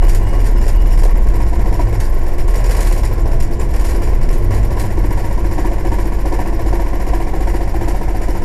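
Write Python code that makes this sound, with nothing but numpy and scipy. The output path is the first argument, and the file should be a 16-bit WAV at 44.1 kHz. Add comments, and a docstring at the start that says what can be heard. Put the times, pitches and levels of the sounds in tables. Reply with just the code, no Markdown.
"""A hydraulic breaker pounds concrete in a hall at about fifteen blows a second, heard inside its mini excavator's cab.
Each blow excites a fixed arm-and-hall response, ringing arm panels, a noisy wash and the crunch of concrete.
At first the chisel mostly skids: blows are uneven, the cab shudders and hums and its fittings clatter. Near 5 s
it bites and the blows settle into a hard beat. A dry pin chirps and oil whistles in the valves, as shaped tones;
the diesel and its pump drone underneath, as coloured noise and wavering tones."""
import sys
import numpy as np
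from scipy import signal
from scipy.fft import rfft, irfft, next_fast_len
from scipy.io import wavfile
from scipy.ndimage import uniform_filter1d, map_coordinates

SR = 44100
rng = np.random.default_rng(int(sys.argv[2]) if len(sys.argv) > 2 else 0)


def persist_wave(psi):
    """Save psi, clipped to +-1, as 16-bit WAV."""
    counts = np.round(np.clip(psi, -1, 1) * 32767).astype(np.int16)
    wavfile.write(sys.argv[1], SR, np.atleast_2d(counts).T)


N = 372204
TIME = np.arange(N) / SR
CUTOFF_HZ = 15600   # upper limit of the rattle bands, and the treble limit


def from_db(db):
    """Logarithmic level: decibels to amplitude gain."""
    return 10 ** (np.asarray(db) / 20)


def rms_one(x):
    """Normalisation: scale to an rms of one."""
    return x / np.sqrt(np.mean(x ** 2) + 1e-20)


def in_time(rows):
    """Linear interpolation: each column of a curve at every sample."""
    s, *columns = np.transpose(rows)
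    return [np.interp(TIME, s, c) for c in columns]


def drift(rate_hz):
    """Band-limited random modulation: smooth chance through rate_hz knots a second, rms one."""
    knots = rng.standard_normal(4096)
    coarse = map_coordinates(knots, [TIME[::16] * rate_hz], order=3, mode="wrap")
    return rms_one(coarse).repeat(16)[:N]


def colour(x, spectrum, modes=()):
    """Linear filtering: a broad spectrum with resonance peaks standing on it."""
    size = next_fast_len(len(x))
    hz = np.maximum(np.fft.rfftfreq(size, 1 / SR), 1)
    points, levels = np.transpose(spectrum)
    db = np.interp(np.log(hz), np.log(points), levels)
    for centre, width, lift in modes:
        db = db + lift / (1 + (2 * (hz - centre) / width) ** 2)
    # beyond the end points the response falls 12 dB an octave
    low_skirt = np.minimum(hz / points[0], 1) ** 2
    high_skirt = np.minimum(points[-1] / hz, 1) ** 2
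    return irfft(rfft(x, size) * from_db(db) * low_skirt * high_skirt, size)[:len(x)]


def noise(spectrum, modes=(), grain_db=0):
    """Filtered random excitation: noise in grains of uneven size, coloured, rms one."""
    grains = rng.standard_normal(N) * from_db(grain_db * drift(900))
    return rms_one(colour(grains, spectrum, modes))


def clicks(times, sizes):
    """Impulsive excitation: one impulse per event."""
    out = np.zeros(N)
    at = np.clip(np.round(times * SR).astype(int), 0, N - 1)
    np.add.at(out, at, sizes)
    return out


def swells(times, db, rise, decay):
    """Energy superposition: bursts whose powers rise, die and add; db is their level over 50 ms."""
    t = TIME[:SR // 2]
    power = (1 - np.exp(-t / rise)) ** 2 * np.exp(-t / decay)
    power *= (SR // 20) / power.sum()
    total = signal.fftconvolve(clicks(times, from_db(db) ** 2), power)[:N]
    return np.sqrt(np.abs(total))


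# Runs of even pace in which the breaker fires firm blows: (first blow [s], last blow [s], number of blows)
FIRM_RUNS = [(1.335, 1.654, 6), (1.723, 1.791, 2), (4.7655, 8.4154, 55)]


def firm_times():
    """Periodic excitation: the moments of the firm blows, evenly spaced within each run."""
    return np.concatenate([np.linspace(first, last, round(count)) for first, last, count in FIRM_RUNS])


# How each firm blow rings the arm, in order, as relative levels:
# (low ring [dB], middle ring [dB], high ring [dB])
FIRM_BLOWS = [(-27.0, -36.0, -30.0), (-33.0, -34.5, -28.0), (-32.5, -41.5, -42.5), (-34.0, -30.5, -27.5),
              (-30.5, -27.0, -33.0), (-27.0, -25.5, -33.5), (-36.0, -25.5, -27.0), (-23.5, -23.0, -21.5),
              (-25.0, -30.5, -28.5), (-33.0, -37.5, -29.0), (-33.0, -39.0, -34.0), (-17.5, -36.5, -29.5),
              (-18.5, -37.5, -30.5), (-20.0, -34.5, -26.5), (-30.5, -28.0, -29.5), (-28.5, -30.0, -27.0),
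              (-32.0, -38.5, -29.5), (-30.5, -38.0, -26.5), (-20.0, -30.0, -39.0), (-22.0, -38.5, -28.5),
              (-17.0, -24.5, -26.5), (-17.5, -24.0, -26.0), (-23.0, -25.5, -34.5), (-35.0, -32.5, -32.5),
              (-19.0, -26.0, -32.0), (-17.0, -31.5, -22.5), (-22.0, -29.0, -25.0), (-20.5, -34.5, -38.5),
              (-29.5, -38.5, -31.0), (-29.5, -34.5, -39.5), (-19.5, -23.5, -32.0), (-16.5, -24.5, -23.5),
              (-21.5, -21.5, -24.5), (-21.5, -28.5, -32.0), (-22.0, -41.5, -38.5), (-23.0, -26.0, -31.5),
              (-16.5, -27.0, -40.0), (-18.0, -21.0, -26.0), (-24.5, -24.5, -25.5), (-22.0, -38.0, -29.5),
              (-22.5, -22.5, -34.5), (-30.5, -26.0, -31.5), (-17.5, -28.5, -38.5), (-18.5, -19.5, -27.5),
              (-26.0, -23.0, -29.5), (-28.5, -27.5, -31.5), (-19.0, -23.5, -33.5), (-20.0, -24.5, -40.5),
              (-27.5, -25.0, -24.5), (-17.5, -26.5, -28.0), (-22.5, -24.0, -33.0), (-33.0, -30.0, -36.0),
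              (-18.5, -23.5, -40.5), (-21.5, -25.0, -29.0), (-19.0, -26.0, -27.5), (-31.0, -22.0, -31.0),
              (-24.5, -27.0, -30.5), (-30.5, -24.5, -30.5), (-30.0, -22.5, -39.5), (-22.0, -30.5, -37.5),
              (-20.5, -27.0, -30.5), (-28.5, -28.5, -25.5), (-27.5, -29.5, -33.5)]
# The arm's three rings: (mean frequency [Hz], frequency scatter [Hz], gain [dB],
# delay [s], time to full swing [s], bounce level relative to the strike [dB])
ARM_RINGS = [(319.2, 6, 1, 0.005697, 0.0098, -14), (733.5, 24.5, 2.5, 0.00041, 0.0052, -7.5),
             (954, 17, 0.5, 0.00042, 0.0091, -8)]


def arm_rings():
    """Modal ringing: each firm blow swings three panel modes in its own mix; the chisel's bounce repeats it."""
    t = TIME[:SR // 10]
    out = np.zeros(N + SR)
    for s, levels in zip(firm_times(), FIRM_BLOWS):
        bounce_s = s + 0.024 + 0.00201 * rng.standard_normal()
        for level_db, (hz, scatter_hz, gain_db, delay, rise, bounce_db) in zip(levels, ARM_RINGS):
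            swing = (t / rise * np.exp(1 - t / rise)) ** 2
            for start, db in ((s, level_db), (bounce_s, level_db + bounce_db)):
                ring_hz = hz + scatter_hz * rng.standard_normal()
                ring = swing * np.sin(2 * np.pi * ring_hz * t)
                out[int((start + delay) * SR):][:len(t)] += from_db(db + gain_db) * ring
    return out[:N]


# Blows on which the chisel skids: (time [s], relative knock level [dB], relative cab rattle level [dB])
SKIDDING_BLOWS = [(0.02, -22.5, -41.5), (0.067, -29, -37), (0.127, -27, -45), (0.21, -26, -52),
                  (0.264, -27.5, -47), (0.327, -23, -45.5), (0.389, -31, -42), (0.439, -29.5, -40),
                  (0.489, -28, -52), (0.555, -27, -48), (0.61, -29.5, -42), (0.664, -25, -40),
                  (0.735, -29, -49), (0.796, -32, -47), (0.85, -31, -43.5), (0.904, -27.5, -41),
                  (0.965, -29, -38.5), (1.02, -22.5, -44), (1.085, -27, -48), (1.151, -28, -46.5),
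                  (1.208, -32, -49), (1.266, -28, -45), (1.867, -29.5, -48), (1.923, -25, -42.5),
                  (1.995, -28, -45), (2.029, -36, -42), (2.073, -40, -56), (2.121, -31.5, -49),
                  (2.164, -29, -53), (2.211, -33, -49.5), (2.261, -27.5, -45.5), (2.314, -34, -48),
                  (2.379, -28.5, -41), (2.479, -28, -42.5), (2.536, -26, -39.5), (2.584, -25.5, -45),
                  (2.638, -27, -35.5), (2.688, -22.5, -35), (2.745, -24.5, -39), (2.786, -23, -42),
                  (2.845, -27, -39), (2.905, -28, -40.5), (2.96, -29.5, -40), (3.03, -28, -36),
                  (3.109, -27.5, -45), (3.176, -30.5, -46), (3.254, -27, -46.5), (3.311, -30.5, -43.5),
                  (3.398, -31, -36.5), (3.507, -38, -43.5), (3.594, -28.5, -39.5), (3.687, -43, -45.5),
                  (3.734, -27, -40), (3.79, -28.5, -42), (3.84, -34, -36), (3.885, -27.5, -40),
                  (3.943, -27.5, -42.5), (4.015, -27.5, -40), (4.07, -30, -45.5), (4.124, -29, -48),
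                  (4.209, -29, -43), (4.286, -29.5, -42), (4.359, -35.5, -49), (4.42, -31, -49),
                  (4.504, -23, -40.5), (4.562, -26.5, -45), (4.627, -29, -43.5), (4.702, -27.5, -45)]
# How firmly the chisel sits on solid concrete: (time [s], bite [0-1])
BITE = [(0, 0.53), (1.1, 0.27), (1.75, 0.68), (2.1, 0.3), (3.5, 0.03), (4.2, 0.26), (4.75, 0.37),
        (5.05, 0.84), (8.44, 0.76)]
# firm blows: mean relative levels [dB], and the share of their rings' ups and downs that the knock follows
FIRM_KNOCK_DB, KNOCK_FOLLOWS, FIRM_RATTLE_DB = -24.5, 0.61, -45.5
# the rattle swells and ebbs in a slow beat, the more so the firmer the bite
BEAT_HZ, BEAT_CREST_S, RATTLE_BEAT_DB = 2.615, 4.795, 3


def blows():
    """Excitation sequence: time, knock level, rattle level and bite of every blow, skidding or firm."""
    ring_db = np.mean(FIRM_BLOWS, axis=1)
    firm_knock_db = FIRM_KNOCK_DB + KNOCK_FOLLOWS * (ring_db - ring_db.mean())
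    firm = [(s, db, FIRM_RATTLE_DB) for s, db in zip(firm_times(), firm_knock_db)]
    skidding = [tuple(row) for row in SKIDDING_BLOWS]
    times, knock_db, rattle_db = np.transpose(sorted(skidding + firm))
    bite = np.clip(np.interp(times, *np.transpose(BITE)), .02, .97)
    beat = bite * np.cos(2 * np.pi * BEAT_HZ * (times - BEAT_CREST_S))
    return times, knock_db, rattle_db + RATTLE_BEAT_DB * beat, bite


# Spectrum of the knock: (frequency [Hz], relative level [dB])
KNOCK_SPECTRUM = [(100, -40), (195, -17), (245, -26), (305, 3.5), (380, -12.5), (620, -18.5), (1100, -15.5),
                  (1400, -45), (1800, -28.5), (3500, -58)]
# Resonances of the arm: (frequency [Hz], width [Hz], height above the spectrum [dB])
ARM_MODES = [(343, 12, 8.5), (467, 17, 11), (550.8, 20, 20), (687.4, 21, 16), (1738, 21, 23)]


def knocks(times, db, crack_s, ring_s, ring_share):
    """Impulse response: each blow rings arm and hall alike, a crack and then dense dying reflections."""
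    t = TIME[:2 ** 15]
    decay = np.exp(-t / crack_s) + ring_share * np.exp(-t / ring_s)
    reflections = rng.standard_normal(len(t)) * decay
    # keep only the phases, so that the spectrum alone sets the colour
    even = irfft(np.exp(1j * np.angle(rfft(reflections))))
    lead = SR // 100   # room for the filter's early ripple
    response = colour(np.roll(even, lead), KNOCK_SPECTRUM, ARM_MODES)[:SR // 4]
    response *= np.sqrt((SR // 20) / np.sum(response ** 2))
    return signal.fftconvolve(clicks(times, from_db(db)), response)[lead:][:N]


# Spectrum of the hall, for the wash and the engine's roar: (frequency [Hz], relative level [dB])
HALL_SPECTRUM = [(90, 8), (140, -8), (200, 2), (255, -24.5), (335, -0.5), (420, 0.5), (640, -4), (770, -5),
                 (850, -9.5), (970, -4), (1120, -4.5), (1400, -24), (4000, -54)]
# Spectrum of crushed concrete, also used for the upper roar: (frequency [Hz], relative level [dB])
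CRUNCH_SPECTRUM = [(900, 5.5), (1300, -4), (1750, 2.5), (1950, 2.5), (2350, -2), (2600, -8.5), (2900, -8),
                   (3300, -15.5), (6000, -14.5)]


def breaker(times, knock_db, rattle_db, bite):
    """Coherent and diffuse impact: bite shares each blow's energy between a repeatable knock and a rough wash."""
    firm_db = knock_db + 10 * np.log10(bite)
    loose_db = knock_db + 10 * np.log10(1 - bite)
    knock = from_db(-5.5) * knocks(times + 0.00102, firm_db, crack_s=0.0079, ring_s=0.066, ring_share=1.0)
    wash_swell = swells(times, loose_db, rise=0.0022, decay=0.031)
    wash = from_db(-0.47) * noise(HALL_SPECTRUM, grain_db=3.5) * wash_swell
    # the crunch swells on the strike and again on the chisel's bounce
    crunch_db = 0.45 * knock_db + 0.45 * rattle_db
    strike = swells(times + 0.00036, crunch_db - 0.5, rise=0.003, decay=0.023)
    bounce_db = crunch_db - 6.0 + 10 * np.log10(bite)
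    bounce = swells(times + 0.0267, bounce_db, rise=0.0024, decay=0.0052)
    crunch = from_db(-5.5) * noise(CRUNCH_SPECTRUM, grain_db=-0.2) * np.hypot(strike, bounce)
    return knock + arm_rings() + wash + crunch


# How hard the cab shudders on its mounts:
# (time [s], level at the blow rate [dB], level at twice that rate [dB])
SHUDDER = [(0.1, -34, -5.5), (0.28, -31, -19), (0.4, -27, -10.5), (0.72, -19, -10.5), (1.0, -20.5, -7.5),
           (1.3, -14, -13.5), (1.5, -22, -27), (1.88, -35, -19.5), (2.0, -12.5, -10.5), (2.17, -10, -28),
           (2.45, -13, -11), (2.85, -24, -11.5), (3.15, -23, -17), (3.41, -21.5, -8), (3.57, -19, -18.5),
           (3.8, -13, -18), (4.0, -19, -20), (4.27, -16, -10.5), (4.7, -26, -21.5), (5.4, -33, -27)]
# Cab air pumped in time with the blows: (time [s], level before the order levels [dB])
BOOM = [(1.2, -26), (1.7, -23.5), (2.1, -38), (3.6, -45), (4.1, -28), (4.7, -28.5), (5.1, -25.5),
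        (6, -26.5)]
# Harmonics of the boom: (multiple of the blow rate [-], relative level [dB])
BOOM_ORDERS = [(1, 10.5), (2, -4.5), (3, 8), (4, -13), (5, -17), (6, -14), (7, -20), (8, -41), (9, -15.5)]


def cab_boom(times):
    """Forced vibration: the cab shudders with the skidding tool, and throbs and thumps with all the blows,
    more or less strongly throughout."""
    before, after = 2 * times[0] - times[1], 2 * times[-1] - times[-2]
    times = np.concatenate([[before], times, [after]])
    # the piston's recoil presses on the cab just before it strikes
    turns = np.interp(TIME + 0.01702, times, np.arange(len(times)))
    once_db, twice_db = in_time(SHUDDER)
    # the heavy cab evens out the jerky pace
    sway = 2 * np.pi * uniform_filter1d(turns, size=SR // 9, mode="nearest")
    shudder = from_db(twice_db) * np.sin(2 * sway) - from_db(once_db) * np.sin(sway)
    throb = sum(from_db(db) * np.cos(2 * np.pi * round(multiple) * turns) for multiple, db in BOOM_ORDERS)
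    # a short tone at 13 times the blow rate, in the first half of each cycle
    push = np.maximum(np.sin(2 * np.pi * turns), 0)
    thump = from_db(-4.0) * push * np.sin(2 * np.pi * 13.0 * (turns % 1))
    return np.sqrt(2) * (shudder + from_db(in_time(BOOM)[0]) * (throb + thump))


# A low hum of the cab near 100 Hz, stirred by the blows and wandering in pitch:
# (time [s], mean frequency [Hz], relative level [dB])
HUM = [(0, 94.8, -29), (.3, 101.7, -25.5), (.75, 96.6, -23.5), (1.1, 92, -28.5), (1.9, 103, -24),
       (2.35, 95, -46), (2.62, 109, -29.5), (2.85, 97.3, -22), (2.95, 96.6, -35), (3.1, 100.1, -17),
       (3.3, 119.9, -31.5), (3.65, 128, -27.5), (3.88, 97.1, -25), (4.2, 90.1, -30.5), (4.5, 102, -20),
       (4.9, 99.9, -22.5), (5.2, 101, -28.5), (8.44, 102, -36)]
HUM_DB, HUM_WAVER_HZ = -1.5, 2.26   # trim on the hum's levels, rms waver of its pitch


def cab_hum():
    """Cavity or panel resonance: a single low tone whose pitch and level follow curves and waver at random."""
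    hum_hz, hum_db = in_time(HUM)
    phase = 2 * np.pi * np.cumsum(hum_hz + HUM_WAVER_HZ * drift(8)) / SR
    return np.sqrt(2) * from_db(hum_db + HUM_DB + 2.8 * drift(6)) * np.sin(phase)


# Resonances of the cab fittings: (frequency [Hz], width [Hz], height above the spectrum [dB])
FITTING_MODES = [(4110, 40, 11), (4600, 22, 13.2), (5470, 34, 3.1), (6870, 104, 10.3)]


def jingle(spectrum, patchy_db):
    """Independent narrow-band sources: many small parts chatter, each at moments of its own; rms one."""
    white = rng.standard_normal((3, N))
    edges = np.linspace(1500, CUTOFF_HZ, 25)
    out = 0
    for k, band in enumerate(zip(edges, edges[1:])):
        band_filter = signal.butter(2, band, "band", fs=SR, output="sos")
        part = signal.sosfilt(band_filter, white[k % 3])
        out = out + part * from_db(patchy_db * drift(170))
    return rms_one(colour(out * from_db(2.0 * drift(800)), spectrum, FITTING_MODES))


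# Spectrum of the rattle: (frequency [Hz], relative level [dB])
RATTLE_SPECTRUM = [(2200, 4.5), (3400, -6), (4300, -7), (5000, 3), (5750, 4), (6300, -18), (7100, 4),
                   (8250, -6), (8900, 1.5), (9800, -2), (12000, -1.5), (13200, -9), (15500, -38)]
# Loose fittings slapping: (time [s], relative level [dB])
CLATTER = [(0.089, -15), (0.147, -14), (0.4626, -18.5), (0.68, -18.5), (1.033, -14.5), (2.001, -16.5),
           (2.478, -20), (2.555, -18), (2.71, -14), (2.7662, -16), (2.806, -10.5), (2.8175, -23),
           (2.8694, -14.5), (2.9223, -16), (2.9766, -20), (3.7953, -22), (3.848, -16.5), (3.892, -18.5),
           (4.327, -18.5), (4.545, -20), (4.796, -12.5), (7.8815, -20.5)]
# Spectrum of the slaps: (frequency [Hz], relative level [dB])
SLAP_SPECTRUM = [(1800, 9.5), (3500, -1.5), (5500, 2), (12000, 1.5), (15500, -16)]


def fittings(times, rattle_db, bite):
    """Vibro-impact: blows shake loose fittings on the push and on the rebound; hard jolts make them slap."""
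    push = swells(times + 0.0016, rattle_db - 5.0, rise=0.0031, decay=0.0047)
    rebound_db = rattle_db + 1.0 + 10 * np.log10(bite)
    rebound = swells(times + 0.013, rebound_db, rise=0.0012, decay=0.026)
    # skidding blows give a looser shake
    shake_db = rattle_db - 1.0 + 10 * np.log10(1 - bite)
    shake = swells(times + 0.015, shake_db, rise=0.0039, decay=0.015)
    rattle = jingle(RATTLE_SPECTRUM, patchy_db=3.0) * np.sqrt(push ** 2 + rebound ** 2 + shake ** 2)
    slap_s, slap_db = np.transpose(CLATTER)
    slap = swells(slap_s, slap_db - 20.5, rise=0.00037, decay=0.015)
    return rattle + noise(SLAP_SPECTRUM, FITTING_MODES, grain_db=2.0) * slap


# mean chirp level, its delay after the blow and its length
CHIRP_DB, CHIRP_AFTER_S, CHIRP_S = -44.5, 0.0205, 0.018
# middle pitch, total upward glide and rms roughness of pitch
CHIRP_HZ, CHIRP_GLIDE_HZ, CHIRP_ROUGH_HZ = 11810, 1110, 450


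def chirps(times):
    """Stick-slip friction: on each rebound a dry pin slips for a moment with a rough, rising squeak."""
    out, rough = np.zeros(N + SR), drift(1500)
    progress = np.linspace(0, 1, int(CHIRP_S * SR))
    glide_hz = CHIRP_GLIDE_HZ * (np.sqrt(progress) - .5)
    for s in times:
        start = int((s + CHIRP_AFTER_S) * SR)
        roughness = rough.take(start + np.arange(len(progress)), mode="wrap")
        pitch = CHIRP_HZ + glide_hz + CHIRP_ROUGH_HZ * roughness
        level = from_db(CHIRP_DB + 2 * rng.standard_normal()) * np.sin(np.pi * np.sqrt(progress))
        out[start:][:len(progress)] += np.sqrt(2) * level * np.sin(2 * np.pi * np.cumsum(pitch) / SR)
    return out[:N]


# Oil singing in valves and hoses: (start [s], end [s], start frequency [Hz], end frequency [Hz],
# level before flutter [dB])
WHINES = [(0, 0.12, 2880, 2930, -47), (0.88, 0.96, 5480, 5440, -49), (0.196, 0.465, 2870, 2870, -50.5),
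          (0.534, .66, 2888, 2840, -51), (0.725, 0.968, 2860, 2920, -48.5), (0.208, 0.412, 8020, 8140, -54),
          (.54, 0.624, 5180, 5250, -49), (2.729, 2.9, 593, 660, -37), (3.19, 3.431, 667, 661, -37),
          (3.58, 3.686, 399, 379, -33), (3.588, 3.62, 7000, 7780, -42), (4.13, 4.394, 219.2, 108.6, -40)]


def hydraulics():
    """Flow-excited tones: oil forced through part-open valves whistles and groans unsteadily."""
    out = np.zeros(N)
    waver, flutter = 0.31 * drift(140), from_db(2.5 * drift(60))
    for start, end, from_hz, to_hz, db in WHINES:
        span = (TIME >= start) & (TIME < end)
        progress = np.linspace(0, 1, span.sum())
        hz = from_hz + (to_hz - from_hz) * progress + np.sqrt(from_hz) * waver[span]
        opening = np.sqrt(np.abs(np.sin(np.pi * progress)))
        level = np.sqrt(2) * from_db(db) * opening * flutter[span]
        out[span] += level * np.sin(2 * np.pi * np.cumsum(hz) / SR)
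    return out


# Diesel and cab panels rumbling under load: (time [s], relative level [dB])
RUMBLE = [(0.0, -29), (0.91, -24), (1.8, -19.5), (2.05, -24), (2.4, -22.5), (3.2, -20.5), (4.3, -21.5),
          (4.65, -18.5), (5.05, -24), (8.44, -26)]
# Spectrum of the rumble: (frequency [Hz], relative level [dB])
RUMBLE_SPECTRUM = [(45, 4), (62, -0.5), (80, -9), (98, -7.5), (122, -12.5), (150, -27.5), (260, -52)]
# The arm groaning as it is pressed down onto the chisel: (time [s], level [dB])
STRAIN = [(2.9, -31), (3.5, -28.5), (4.7, -28), (5.2, -31), (8.44, -32)]
# Pump and engine tones: (mean frequency [Hz], level before wavering [dB])
DRONE = [(344.4, -37), (689, -46.5)]


def engine():
    """Broadband and tonal machine noise: diesel rumble, steady roar, the straining arm, and wavering pump tones."""
    rumble_db = in_time(RUMBLE)[0] - 0.67 * in_time(BITE)[0] + 4.5
    rumble = from_db(rumble_db) * noise(RUMBLE_SPECTRUM)
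    roar = from_db(-34.5) * noise(HALL_SPECTRUM) + from_db(-43.0) * noise(CRUNCH_SPECTRUM)
    groan_spectrum = [(140, -4.0), (200, -7.0), (320, -5.5), (480, -11.0)]   # (Hz, relative dB)
    groan = from_db(in_time(STRAIN)[0]) * noise(groan_spectrum)
    # the tones share one slightly uneven pace
    pace = np.cumsum(1 + 0.0041 * drift(7)) / SR
    tones = sum(from_db(db + 1.73 * drift(8.3)) * np.sin(2 * np.pi * hz * pace) for hz, db in DRONE)
    return rumble + roar + groan + np.sqrt(2) * tones


def scene():
    """Linear superposition: everything as heard from the seat."""
    times, knock_db, rattle_db, bite = blows()
    pounding = breaker(times, knock_db, rattle_db, bite) + cab_boom(times) + cab_hum()
    loose_parts = fittings(times, rattle_db, bite) + chirps(times)
    return (pounding + loose_parts + hydraulics() + engine())[None]


# Hollow in the microphone's response as it tilts: (time [s], centre frequency [Hz])
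NOTCH = [(0, 1200), (7.1, 1236), (7.9, 1155), (8.44, 1138)]


def notch(x, width_hz, depth_db):
    """Destructive interference: a reflection close to the microphone weakens one narrow band."""
    hz, s, frames = signal.stft(x, SR, nperseg=2048)
    centre = np.interp(s, *np.transpose(NOTCH))
    gain = from_db(depth_db / (1 + (2 * (hz[:, None] - centre) / width_hz) ** 4))
    return signal.istft(frames * gain, SR)[1][..., :N]


def record(dry):
    """Transducer limits: the microphone has a hollow, overloads on the deepest swings, and the top is cut."""
    x = notch(dry, width_hz=118, depth_db=-11.5)
    clipped = x / (1 + np.abs(x / .71) ** 14) ** (1 / 14)
    top_cut = signal.cheby2(14, 70, CUTOFF_HZ * 1.05, fs=SR, output="sos")
    return signal.sosfilt(top_cut, clipped)


dry = scene()
out = record(dry)
persist_wave(out)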